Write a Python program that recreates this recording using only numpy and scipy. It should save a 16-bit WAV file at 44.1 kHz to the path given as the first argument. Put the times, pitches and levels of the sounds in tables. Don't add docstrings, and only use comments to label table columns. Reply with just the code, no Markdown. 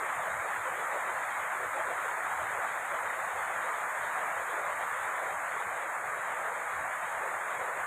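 import sys
import numpy as np
from scipy import signal
from scipy.fft import rfft, irfft
from scipy.io import wavfile
from scipy.ndimage import uniform_filter1d

SR = 44100
rng = np.random.default_rng(int(sys.argv[2]) if len(sys.argv) > 2 else 0)


def undo_db(level):
    steps = np.asarray(level, float) / 20
    return 10 ** steps


def output_pcm(signal):
    pcm = np.clip(np.atleast_2d(signal).T, -1, 1) * 32767
    wavfile.write(sys.argv[1], SR, np.round(pcm).astype(np.int16))


N = 346800


def on_log_hz(table, hz):
    f, value = np.transpose(table)
    return np.interp(np.log(np.maximum(hz, 1)), np.log(f), value)


def colour(x, gain_db):
    hz = np.fft.rfftfreq(N, 1 / SR)
    y = irfft(rfft(x) * undo_db(gain_db(hz)), N)
    return y / np.std(y)


def drops(per_second, spread_db=1.0, t60_s=0.1454):
    chance = rng.random(N)
    size = rng.exponential(size=N)
    sign = rng.standard_normal(N)
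    hits = (chance < per_second / SR) * sign * undo_db(spread_db * size)
    decay = np.exp(-np.log(1000) * np.arange(N) / SR / t60_s)
    tail = rfft(rng.standard_normal(N) * decay)
    return irfft(rfft(hits) * tail / np.abs(tail), N)


def walk(rate):
    hold = int(SR / rate)
    steps = np.repeat(rng.standard_normal(N // hold + 1), hold)
    w = uniform_filter1d(steps, hold)[:N]
    return w / np.std(w)


def bursts(table, rest_db):
    t = np.arange(N) / SR
    swells = sum(undo_db(db) * np.exp(-((t - s) / wide) ** 2) for s, db, wide in table)
    return 20 * np.log10(undo_db(rest_db) + swells)


# (f/Hz, level/dB)
SHEET_TONE = [(140, -54), (230, -26.5), (435, -12), (504, -6), (648, -2), (1180, 0.5), (1750, -1.5),
              (2020, -4), (2370, -11), (2800, -24.5), (3640, -66), (6160, -120)]
# (t/s, peak level/dB, length/s)
HEAVY_DROPS = [(0.02, -43, 0.033), (.26, -53, 0.062), (.45, -43, 0.026), (.74, -43, 0.11),
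               (.96, -31, 0.017), (1.09, -47, .05), (1.44, -53, 0.039), (1.62, -40, .05),
               (1.77, -42.5, .03), (1.9, -38, 0.03), (2.08, -50.5, 0.17), (2.49, -49, 0.094),
               (2.71, -55, 0.034), (2.96, -50.5, .13), (3.36, -45.5, 0.045), (3.6, -51, 0.13),
               (4.2, -52.5, .1), (4.4, -52, 0.032), (4.57, -43, 0.088), (4.82, -49, 0.022),
               (5.05, -49, 0.08), (5.27, -43, 0.032), (5.6, -46, 0.051), (6.0, -52, 0.32),
               (6.5, -53.5, .13), (6.75, -62, 0.13), (7.3, -42, 0.096), (7.63, -42, 0.14),
               (7.78, -37, 0.021)]


def drumming():
    sheet = colour(drops(9000), lambda hz: on_log_hz(SHEET_TONE, hz))
    low_band = signal.butter(3, (310, 560), "band", fs=SR, output="sos")
    low = signal.sosfiltfilt(low_band, sheet)
    heavy_db = bursts(HEAVY_DROPS, rest_db=-52)
    low_db = 0.52 * (heavy_db - np.mean(heavy_db))
    return sheet + low * (undo_db(low_db) - 1)


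# (f/Hz, level/dB)
RIB_TONE = [(1590, -27), (2700, -7), (2900, -1.5), (3230, 0), (3800, -2.5), (4160, -14), (4500, -18),
            (4670, -27), (4810, -29), (5320, -20.5), (5970, -19.5), (6050, -18), (7860, -57), (13300, -120)]
# f/Hz, width/Hz, level/dB
NARROW_PEAK = (4344, 45, 4)


def pings():
    ring_hz, width_hz, ring_db = NARROW_PEAK

    def tone(hz):
        ring = ring_db / (1 + (2 * (hz - ring_hz) / width_hz) ** 2)
        return on_log_hz(RIB_TONE, hz) + ring

    return colour(drops(9000), tone)


# (f/Hz, level/dB)
SPLASH_TONE = [(5900, -60), (6170, -27), (6350, -5), (6800, -1), (8800, 0), (9350, -6), (9900, -3.5),
               (11400, -11.5), (12100, -9), (13100, -8.5), (13700, -18), (15000, -13), (15450, -10),
               (15650, -60)]


def splash(top_db):
    spray = colour(drops(14000), lambda hz: on_log_hz(SPLASH_TONE, hz))
    top_band = signal.butter(4, 12800, "high", fs=SR, output="sos")
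    top = signal.sosfiltfilt(top_band, spray)
    flutter_db = 1.2 * walk(70)
    return spray + top * (undo_db(top_db - np.mean(top_db) + flutter_db) - 1)


# (f/Hz, level/dB)
PUFF_TONE = [(15, -26), (30, -9), (50, -21), (68, 3), (110, 3.5), (180, -5.5), (300, -32), (800, -62)]
# (t/s, peak level/dB, length/s)
PUFFS = [(.18, -58.5, .04), (.35, -55, 0.058), (.59, -55, 0.039), (.71, -62, .04), (.96, -71, .06),
         (1.18, -71, 0.025), (4.38, -67, .04), (1.42, -67, .045), (1.67, -64, .05), (1.9, -71, .12),
         (2.12, -67, 0.027), (2.23, -67, .04), (2.42, -54, .05), (2.58, -66, .08), (2.93, -62, .03),
         (3.06, -64, 0.053), (3.26, -61, .03), (3.37, -61, .05), (3.6, -63, .04), (4.03, -59, 0.041),
         (4.25, -71, 0.08), (4.7, -69, 0.15), (5.31, -65, 0.063), (5.68, -64, .04), (5.03, -67, .04),
         (6.07, -64, .03), (6.8, -59, 0.083), (7.17, -63, .05), (7.35, -66, 0.036), (7.8, -64, .05)]
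PORT_HZ, PORT_DB = 72, -6.5


def wind():
    rumble = colour(rng.standard_normal(N), lambda hz: on_log_hz(PUFF_TONE, hz))
    pitch_hz = PORT_HZ * (1 + 0.118 * walk(8.3))
    thump = undo_db(PORT_DB) * np.sin(2 * np.pi * np.cumsum(pitch_hz) / SR)
    lull_db = -74 + 3 * walk(14)
    return (rumble + thump) * undo_db(bursts(PUFFS, lull_db) - 3.0)


# (f/Hz, level/dB)
HUM_TONE = [(30, -42), (60, -14), (110, -2), (180, 2), (240, -6.5), (400, -26), (800, -60)]


def hum():
    return colour(rng.standard_normal(N), lambda hz: on_log_hz(HUM_TONE, hz)) * undo_db(-66.0)


# (t/s, peak level/dB, length/s)
CHIRPS = [(.5, -79, .07), (.62, -81, .04), (.93, -82, .05), (1.18, -77, .07), (1.3, -80, .04),
          (1.6, -79, .05), (1.78, -82, .05), (2.2, -77, .08), (2.72, -78, .05), (3.18, -79, .06),
          (3.42, -77, .07), (3.75, -75, .08), (4.08, -80, .07), (4.69, -79, .04), (4.96, -81, .04),
          (5.08, -81, .03), (5.3, -83, .05), (5.51, -80, .04), (6.0, -83, .08), (6.55, -83, .06),
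          (6.75, -85, .04), (7.08, -83, .06), (7.68, -83, .05), (7.8, -81, .03)]
CRICKET_HZ, CRICKET_WIDTH_HZ = 4355, 42


def cricket():
    def tone(hz):
        return np.maximum(-4.3 * ((hz - CRICKET_HZ) / CRICKET_WIDTH_HZ) ** 2, -90)

    wing = colour(rng.standard_normal(N), tone)
    return wing * undo_db(bursts(CHIRPS, rest_db=-90))


# (t/s, turned away 0-1)
TURN = [
    (0, 0),
    (4.8, 0.01),
    (5.4, 0.4),
    (5.9, 1.0),
    (7, .8),
    (7.86, 0.8),
]


def turned_away():
    t, away = np.transpose(TURN)
    return np.interp(np.arange(N) / SR, t, away)


def scene():
    away = turned_away()
    rain = drumming() * undo_db(-34 - 1.24 * away)
    rain = rain + pings() * undo_db(-59 - 2.5 * away)
    rain = rain + splash(top_db=-1.6 * away) * undo_db(-51.5 - 1.15 * away)
    return (rain + wind() + hum() + cricket())[None]


# (f/Hz, steepness of the gate)
GATE_STEEPNESS = [(100, 0.5), (250, 0.71), (420, 1.5), (700, 1.2), (1000, 0.3), (2100, 0), (2500, 1.5),
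                  (2900, 5.5), (3900, 6.5), (4300, 1.6), (4800, 1.1), (5300, 0.2), (7000, 0.07),
                  (11500, 0.12), (14000, .03)]


def suppress(x, bins=4, frames=10):
    size, overlap = 1024, 768
    usual_frames = 150
    hz, _, z = signal.stft(x, SR, nperseg=size, noverlap=overlap)
    power = np.abs(z) ** 2
    usual = uniform_filter1d(power, usual_frames, axis=1)
    patch = uniform_filter1d(power / usual, bins, axis=0)
    patch = uniform_filter1d(patch, frames, axis=1)
    steepness = np.clip(on_log_hz(GATE_STEEPNESS, hz), 0, 8)[:, None]
    gate = 1 / (1 + np.maximum(patch, 1e-3) ** -steepness)
    out = z * (gate + undo_db(-11))
    out *= np.sqrt(usual / uniform_filter1d(np.abs(out) ** 2, usual_frames, axis=1))
    return signal.istft(out, SR, nperseg=size, noverlap=overlap)[1][:N]


def top_cut(x):
    return signal.sosfilt(signal.butter(12, 15520, fs=SR, output="sos"), x)


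def record(dry):
    mix = suppress(dry[0])[None]
    return top_cut(mix)


dry = scene()
out = record(dry)
output_pcm(out)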